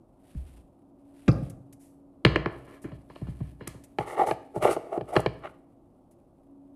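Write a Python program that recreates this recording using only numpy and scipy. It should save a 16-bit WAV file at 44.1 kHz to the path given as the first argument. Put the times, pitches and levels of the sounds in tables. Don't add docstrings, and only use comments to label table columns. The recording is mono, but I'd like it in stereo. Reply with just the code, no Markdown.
import sys
import numpy as np
from scipy import signal
from scipy.fft import rfft, irfft
from scipy.io import wavfile
from scipy.ndimage import uniform_filter1d, map_coordinates

SR = 44100
rng = np.random.default_rng(int(sys.argv[2]) if len(sys.argv) > 2 else 0)


def to_wav(sig):
    pcm = np.clip(np.atleast_2d(sig), -1, 1) * 32767
    pcm = np.round(pcm).astype(np.int16)
    wavfile.write(sys.argv[1], SR, pcm.T)


N = 297675


# start_s, attack_s, hold_s, grind_db, rasp_db, rim_hiss_db
PUSHES = [(3.995, .008, .04, -36, -44, -58), (4.075, .025, .07, -37.5, -42, -53),
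          (4.19, .045, .05, -27.5, -35, -53), (4.27, .015, .045, -32, -39, -46),
          (4.558, .018, .025, -37, -54, -56), (4.628, .014, .022, -29, -28.5, -40),
          (4.655, .02, .05, -26, -31, -46), (4.712, .02, .02, -28, -34, -38),
          (4.78, .02, .2, -46, -62, -72), (4.93, .03, .046, -34, -48, -62),
          (5.089, .015, .02, -36, -49, -58), (5.136, .02, .07, -32, -42, -52),
          (5.445, .02, .025, -40, -37.5, -70)]
# frequency_hz, level_db (per Hz)
HISS = [(600, -28), (1500, -3), (2200, 1), (3400, -5), (5400, -5), (6600, -7), (9600, -0.5), (13600, -9),
        (14700, -42.5)]
PUSH_SAG_DB, PUSH_RELEASE_S = 3, .03


def twisting(uneven_db=2.2):
    grind_gain, rasp_gain, hiss_gain = 0, 0, 0
    for s, attack_s, hold_s, grind_db, rasp_db, hiss_db in PUSHES:
        push = stroke(s, attack_s, hold_s, PUSH_RELEASE_S, PUSH_SAG_DB)
        grind_gain = np.hypot(grind_gain, undb(grind_db) * push)
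        rasp_gain = np.hypot(rasp_gain, undb(rasp_db) * push)
        hiss_gain = np.hypot(hiss_gain, undb(hiss_db) * push)
    grip = undb(uneven_db * unit(soften(rng.standard_normal(N), 60)))

    low_slips = soften(scraped(rate=800, spread_db=3), 92, "high")
    grind = unit(soften(low_slips, 1090, order=3)) * grind_gain
    grit = soften(scraped(rate=1200, spread_db=3.8), 1050, "high", order=4)
    rasp = unit(soften(grit, 2700)) * rasp_gain
    hiss = unit(colour(grains(9000, 3.5), HISS)) * hiss_gain
    return grip * (grind + rasp) + hiss + squawks()


# start_s, hold_s, pitch_hz (slips a second), level_db
SQUAWKS = [(4.193, .04, 790, -24), (4.635, .045, 660, -23.5), (4.93, .035, 700, -34),
           (5.135, .05, 680, -33)]
SQUAWK_ATTACK_S, SQUAWK_RELEASE_S, SQUAWK_DROP_SHARE = .035, .04, .55


def squawks(width_hz=80):
    t, out = np.arange(N) / SR, 0
    for s, hold_s, hz, db in SQUAWKS:
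        stall = np.clip((t - s) / (hold_s + SQUAWK_RELEASE_S), 0, 1) ** 3
        phase = 2 * np.pi * np.cumsum(hz * (1 - SQUAWK_DROP_SHARE * stall)) / SR
        fits = soften(rng.standard_normal(N) + 1j * rng.standard_normal(N), width_hz)
        slips = np.sqrt(np.abs(fits)) * np.sin(phase + np.angle(fits))
        swell = stroke(s, SQUAWK_ATTACK_S, hold_s, SQUAWK_RELEASE_S)
        out = out + undb(db) * unit(slips) * swell
    return out


def scraped(rate, spread_db, bend_share=.028, bend_hz=12):
    slips, loose = grains(rate, spread_db), looseness(np.arange(N) / SR)
    tight_ring = unit(ring(slips, lid_modes(0)))
    loose_ring = unit(ring(slips, lid_modes(1)))
    lid = (1 - loose) * tight_ring + loose * loose_ring
    bend = bend_share * unit(soften(rng.standard_normal(N), bend_hz))
    return map_coordinates(lid, [np.cumsum(1 + bend)], mode="mirror")


# frequency_hz, width_hz, tight_level_db, loose_level_db
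LID = [(345, 55, 1, 4.5), (460, 170, -1, 0), (583, 35, -2, 4), (636, 55, 1, 6), (697, 45, -1, 1),
       (790, 45, 6, 1), (900, 120, -3, -7), (1110, 130, -6, -7), (1350, 220, -12, -9),
       (1910, 240, -13, -15), (2270, 160, -18, -14), (2765, 220, -25, -17), (4250, 500, -37, -32)]


def lid_modes(loose):
    return [(hz, width, tight_db + loose * (loose_db - tight_db)) for hz, width, tight_db, loose_db in LID]


# start_s, end_s
LOOSENS_S = [4.25, 4.62]


def looseness(s):
    return np.interp(s, LOOSENS_S, [0, 1])


# start_s, ring_db, contact_cutoff_hz, glass_clack_db, table_thump_db
JOLTS = [(3.986, -28.5, 1480, -33, -35), (4.193, -26.5, 1100, -55, -52), (4.217, -25.5, 1200, -52, -55),
         (4.271, -33, 1200, -46, -46), (4.311, -27, 900, -35, -40), (4.562, -31.5, 750, -60, -35.5),
         (4.625, -33, 2000, -39, -41), (4.653, -18.5, 800, -49, -56), (4.690, -27, 800, -47, -47),
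         (4.765, -30, 1000, -55, -51), (4.976, -30, 500, -54, -43), (5.01, -36, 600, -51, -41),
         (5.156, -32, 1400, -38, -60), (5.164, -20.5, 550, -22.5, -26), (5.195, -30, 905, -54, -55),
         (5.261, -28, 700, -30, -31)]
# frequency_hz, width_hz, level_db
JAR = [(330, 55, 8.5), (470, 110, 5), (614, 80, 6), (824, 90, 0), (1040, 110, 2), (1340, 140, -3),
       (1735, 100, 1), (2080, 160, -3), (2320, 130, -1), (2605, 100, -6), (2850, 140, -4), (3280, 160, -6),
       (4130, 300, -8), (5200, 900, -17), (9540, 4300, -24)]


def jolts(lid_damping=1.7, glass_damping=1.3):
    out = np.zeros((2, N))
    for s, db, cutoff_hz, clack_db, thump_db in JOLTS:
        lid_body = touched(lid_modes(looseness(s)), scatter_db=3, damping=lid_damping)
        lid = loud(ring(contact(cutoff_hz, push=1.5, fade_ms=6), lid_body), db)
        glass_body = touched(JAR, scatter_db=3, damping=glass_damping)
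        glass = struck(glass_body, 3800, push=0.7, crunch_ms=3.2, db=clack_db)
        add(out, s, soften(lid, 140, "high") + glass + thump(thump_db))
    return out


# clack_db, contact_cutoff_hz, table_thump_db, left_minus_right_db
SET_DOWN = (-20.5, 5500, -14.3, 3)
SET_DOWN_S = 1.28
# frequency_hz, width_hz, level_db
PLASTIC = [(305, 65, 15), (455, 90, 11), (530, 70, 15), (850, 110, 3), (1190, 160, 1), (1730, 200, -6),
           (2100, 400, -9), (2850, 500, -7.5), (3780, 300, -7), (4750, 450, -16)]
# start_s, level_db
RATTLES = [(1.287, -55), (1.314, -54)]
# frequency_hz, width_hz, level_db
RATTLE = [(4750, 500, 0), (5200, 600, -5)]
# start_s, clack_db, contact_cutoff_hz, table_thump_db
FAR_EDGE = (2.2645, -29, 2200, -30)
# start_s, clack_db, contact_cutoff_hz, table_thump_db, left_minus_right_db
KNOCKS = [(0.347, -67, 1800, -38, -3), (1.418, -58, 500, -36, 0), (2.843, -35.5, 480, -41, 3),
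          (2.918, -53, 1800, -39, -6), (3.099, -50, 2000, -53, -3), (3.158, -48.5, 2800, -56, -5),
          (3.215, -49, 600, -31.5, -6.5), (3.269, -54, 2000, -48, -4), (3.281, -55, 600, -33, -4.5),
          (3.404, -48, 700, -29.5, -5), (3.609, -42, 1100, -43, 2.5), (3.672, -42, 1780, -44.5, 0),
          (3.745, -50, 387, -46, 0)]
# start_s, level_db
FOOTFALL = [(.35, -36), (.421, -44.5)]
SWAY_LAG_S = .008
# modes, scatter_db, damping, push, crunch_ms, sway_db (against its thump)
PLASTIC_BLOW = (PLASTIC, 1, 1, .3, 8, -26)
GLASS_BLOW = (JAR, 2.5, 1.2, 1, 3.4, -16)
HAND_BLOW = (JAR, 4, 1.5, .5, 5.5, -11.5)


def knocks():
    out = np.zeros((2, N))
    blows = [(PLASTIC_BLOW, SET_DOWN_S, *SET_DOWN)]
    blows += [(GLASS_BLOW, *row, 0) for row in rocking() + [FAR_EDGE]]
    blows += [(HAND_BLOW, *row) for row in KNOCKS]
    for blow, s, db, cutoff_hz, thump_db, pan_db in blows:
        modes, scatter_db, damping, push, crunch_ms, sway_db = blow
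        clack = struck(touched(modes, scatter_db, damping), cutoff_hz, push, crunch_ms, db)
        add(out, s, clack, pan_db, lag_ms_per_db=.05)
        add(out, s, thump(thump_db), pan_db, lag_ms_per_db=0.27)
        add(out, s + SWAY_LAG_S, sway(thump_db + sway_db))
    for s, db in RATTLES:
        add(out, s, loud(ring(burst(4), RATTLE), db))
    for s, db in FOOTFALL:
        add(out, s, sway(db))
    return out


# start_s, clack_db, contact_cutoff_hz, table_thump_db
LANDING = (2.2497, -16.8, 4368, -17.5)
ROCK_S, ROCK_GAP_SHARE = .1091, .918
ROCK_LOSS_DB, ROCK_CUTOFF_SHARE = 5.2, .56
ROCK_THUMP_DB = -8.5


def rocking(count=3):
    s, db, cutoff_hz, _ = LANDING
    rows = [LANDING]
    for k in range(count - 1):
        s = s + ROCK_S * ROCK_GAP_SHARE ** k
        db = db - ROCK_LOSS_DB
        cutoff_hz = cutoff_hz * ROCK_CUTOFF_SHARE
        rows.append((s, db, cutoff_hz, db + ROCK_THUMP_DB))
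    return rows


CRACK_DB = -13


def struck(modes, cutoff_hz, push, crunch_ms, db):
    body = loud(ring(contact(cutoff_hz, push, crunch_ms), modes), db)
    crack = soften(contact(cutoff_hz, 0, crunch_ms), 3200, order=1)
    crack = soften(soften(crack, 4700, order=3), 350, "high")
    return body + loud(crack, db + CRACK_DB)


# frequency_hz, width_hz, level_db
TABLE = [(61, 5.9, -8.5), (110.7, 16, 3), (127, 20, 1.5), (163.6, 20, 2), (226.7, 57, -7), (293.2, 19, -9)]


def thump(db, swell_ms=4):
    t = np.arange(SR // 2) / SR * 1000 / swell_ms
    boom = ring(soften(signal.unit_impulse(len(t)), 700), TABLE) * (1 - np.exp(-t ** 2))
    return loud(soften(boom, 45, "high"), db)


# frequency_hz, width_hz, level_db
FRAME = [(44, 16, -7.5), (63.6, 8, 0.5), (80, 13, -3)]


def sway(db):
    return loud(soften(ring(contact(83, push=2, fade_ms=10), FRAME), 130), db)


# start_s, hold_s, level_db
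SLIDES = [(2.5, .05, -48), (2.68, .1, -50)]
SLIDE_ATTACK_S, SLIDE_RELEASE_S, SLIDE_SAG_DB = .025, .025, 3
RUB_DB, RUB_HOLD_S, RUB_RELEASE_S = -15, .02, .11


def rubbing():
    drag = 0
    for s, hold_s, db in SLIDES:
        drag = drag + undb(db) * stroke(s, SLIDE_ATTACK_S, hold_s, SLIDE_RELEASE_S, SLIDE_SAG_DB)
    out = unit(soften(ring(grains(1300, 2.3), JAR), 1700)) * drag
    skin = ring(grains(3000, 2), JAR)
    for s, db, cutoff_hz, _, _ in KNOCKS:
        rub = unit(soften(soften(skin, 3 * cutoff_hz), 1500, "high", order=1))
        out = out + rub * undb(db + RUB_DB) * stroke(s, .008, RUB_HOLD_S, RUB_RELEASE_S)
    return out


# start_s, hold_s, level_db
REACHES = [(.27, .31, -67.5), (1.18, .28, -66), (2.5, 2.9, -77), (2.55, .2, -69), (3.15, .35, -69),
           (5.49, .02, -72)]
REACH_ATTACK_S, REACH_RELEASE_S, CLOTH_REST_DB = .13, .12, -85
# frequency_hz, level_db (per Hz)
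CLOTH = [(300, -6.5), (1000, 4), (2700, 5), (6500, -7), (9500, 2), (13500, -5), (15000, -22.5)]
# start_s, level_db, fade_ms
TICKS = [(1.496, -58, 5), (1.724, -60.5, 5.4), (1.794, -65, 45), (2.816, -62, 15), (3.673, -43.5, 2.3),
         (3.835, -59.5, 6.7), (4.267, -53.5, 6), (5.2, -53, 2.6), (6.108, -72, 9.3)]
# frequency_hz, level_db (per Hz)
CRISP = [(600, -28.5), (2000, -6), (4000, -12.5), (9800, -1), (12500, -5), (15500, -28)]


def handling(swell=.6, flutter_db=2):
    motion = undb(CLOTH_REST_DB)
    for s, hold_s, db in REACHES:
        motion = np.hypot(motion, undb(db) * stroke(s, REACH_ATTACK_S, hold_s, REACH_RELEASE_S))
    folds = undb(flutter_db * unit(soften(rng.standard_normal(N), 25)))
    rustle = unit(folds * colour(grains(2500, 3.5), CLOTH)) * motion
    out = np.tile(rustle, (2, 1))
    for s, db, fade_ms in TICKS:
        tick = np.pad(burst(fade_ms, swell=swell), (64, 0))
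        add(out, s, loud(soften(colour(tick, CRISP), 500, "high"), db))
    return out


# frequency_hz, decay_s (fall of 60 dB), level_db
ROOM = [(58.26, 0.86, -3.5), (162, 0.68, -5.5), (404.6, 0.69, -8.5), (970, 0.56, -7.5), (2660, 0.58, -10.5),
        (6000, 0.43, -7.5), (12000, .42, -14)]


def kitchen(radiated, echo_s=.0145, echo_db=-21, build_s=0.0057):
    t = np.arange(int(1.3 * SR)) / SR
    f = np.maximum(np.fft.rfftfreq(len(t), 1 / SR), 1)
    places = np.log([row[0] for row in ROOM])
    source = radiated.mean(axis=0)
    wet = []
    for _ in range(2):
        noise, tail = rfft(rng.standard_normal(len(t))), 0
        for share, (hz, t60, db) in zip(np.eye(len(ROOM)), ROOM):
            band = irfft(noise * np.interp(np.log(f), places, share), len(t))
            fade = np.exp(-np.log(1000) * t / t60) * (1 - np.exp(-(t / build_s) ** 2))
            tail = tail + undb(db) * band * fade / np.linalg.norm(fade)
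        tail[int(echo_s * SR)] += undb(echo_db)
        wet.append(signal.fftconvolve(source, tail)[:N])
    return np.array(wet)


# time_s, level_db
HUM = [(0, -80), (1.15, -54), (2.1, -57.5), (5.6, -59.5), (6.3, -77), (6.52, -53), (6.75, -53)]
HUM_HZ = 279.5
# frequency_hz, level_db (per Hz)
AIR = [(15, -22), (28, -7), (240, -5), (260, 1.5), (297, -8), (340, -1), (433, -14.5), (614, -9),
       (1250, -27), (1800, -44), (15500, -55)]
AIR_DB = -55.5


def background():
    left, right, both = (unit(colour(rng.standard_normal(N), AIR)) for _ in range(3))
    air = undb(AIR_DB) * (0.37 * both + 0.89 * np.array([left, right]))
    waver_hz = 0.92 * unit(soften(rng.standard_normal(N), 1.2))
    phase = 2 * np.pi * np.cumsum(HUM_HZ + waver_hz) / SR
    hum = np.sqrt(2) * np.sin(phase) * curve(HUM)
    return air + hum


# frequency_hz, left_minus_right_db, lid_lead_rad, table_lead_rad (left's phase lead)
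PORTS = [(300, -.5, 0.1, 0.1), (630, -4, -.4, 2.3), (850, -2, -.3, 1.9), (1200, 1.5, -.1, .9),
         (1900, 2.2, -1.1, -.3), (5000, .5, -1.6, -.5), (10500, 0, .3, 0), (13800, 0, 2.2, 2)]


def ports(x, lead):
    hz, balance_db, _, _ = np.transpose(PORTS)
    f = np.log(np.maximum(np.fft.rfftfreq(N, 1 / SR), 1))
    side = np.array([[1], [-1]]) / 2
    level = undb(side * np.interp(f, np.log(hz), balance_db))
    turn = np.exp(1j * side * np.interp(f, np.log(hz), lead))
    return irfft(rfft(x) * level * turn, N)


def suppress(x, threshold_db=-71, rest_share=.65):
    band = signal.sosfiltfilt(signal.butter(2, [1400, 7000], "band", fs=SR, output="sos"), x)
    power = uniform_filter1d(np.mean(band ** 2, axis=0), SR // 40)
    faint = 1 / (1 + (power / undb(threshold_db) ** 2) ** 2)
    return x - band * (1 - rest_share) * faint


def stroke(s, attack_s, hold_s, release_s, sag_db=0):
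    age = np.arange(N) / SR - s
    away = np.maximum(-age, 0) / attack_s + np.maximum(age - hold_s, 0) / release_s
    return undb(-20 * np.minimum(away, 10) - sag_db * np.clip(age / hold_s, 0, 1))


def grains(rate, spread_db):
    sizes = undb(spread_db * np.clip(rng.standard_normal(N), -2, 2)) * rng.choice([-1, 1], N)
    return unit(sizes * (rng.random(N) < rate / SR))


def ring(x, modes):
    t = np.arange(int(SR * min(.5, 2 / min(row[1] for row in modes)))) / SR
    response = 0
    for k, (hz, width, db) in enumerate(modes):
        decay = width * np.exp(-np.pi * width * t)
        response = response + (-1) ** k * undb(db) * decay * np.cos(2 * np.pi * hz * t)
    return signal.fftconvolve(x, response)[:len(x)]


def touched(modes, scatter_db, damping=1):
    return [(hz, width * damping, db + scatter_db * rng.uniform(-1, 1)) for hz, width, db in modes]


def contact(cutoff_hz, push, fade_ms):
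    return soften(burst(fade_ms, push), cutoff_hz)


def burst(fade_ms, push=0, swell=0):
    age = np.arange(SR // 2) / SR * 1000 / fade_ms
    x = rng.standard_normal(len(age)) * age ** abs(swell) * np.exp(-age)
    x = x / np.linalg.norm(x)
    x[0] += push
    for _ in range(6):
        flat = irfft(np.exp(1j * np.angle(rfft(x))), len(x))
        x = flat * np.exp(-(age / 5) ** 4)
    return x / np.linalg.norm(x)


def add(out, s, x, pan_db=0, lag_ms_per_db=0):
    for channel, side in enumerate([1, -1]):
        lag_s = max(0, -side * pan_db) * lag_ms_per_db / 1000
        i = int((s + lag_s) * SR)
        out[channel, i:i + len(x)] += undb(side * pan_db / 2) * x[:N - i]


def loud(x, db):
    return x * undb(db) / np.sqrt(np.mean(x[:int(.035 * SR)] ** 2))


def colour(x, points):
    hz, db = np.transpose(points)
    f = np.maximum(np.fft.rfftfreq(len(x), 1 / SR), 1)
    return irfft(rfft(x) * undb(np.interp(np.log(f), np.log(hz), db)), len(x))


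def soften(x, hz, kind="low", order=2):
    return signal.sosfilt(signal.butter(order, min(hz, SR / 2 - 1000), kind, fs=SR, output="sos"), x)


def curve(rows):
    rows = np.array(rows)
    return undb(np.interp(np.arange(N) / SR, rows[:, 0], rows[:, 1], left=-150, right=-150))


def unit(x):
    return x / np.sqrt(np.mean(x ** 2))


def undb(db):
    return 10 ** (np.asarray(db) / 20)


LID_ROOM_DB = -3.7


def scene():
    lid = jolts() + twisting()
    table = knocks() + rubbing() + handling()
    _, _, lid_lead, table_lead = np.transpose(PORTS)
    close = ports(table, table_lead) + ports(lid, lid_lead)
    return close + kitchen(table + undb(LID_ROOM_DB) * lid) + background()


def record(dry):
    held = np.clip(suppress(dry), -1, 1)
    steep_cut = signal.ellip(8, .2, 70, 15500, fs=SR, output="sos")
    return signal.sosfilt(steep_cut, soften(held, 14400, order=4))


dry = scene()
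out = record(dry)
to_wav(out)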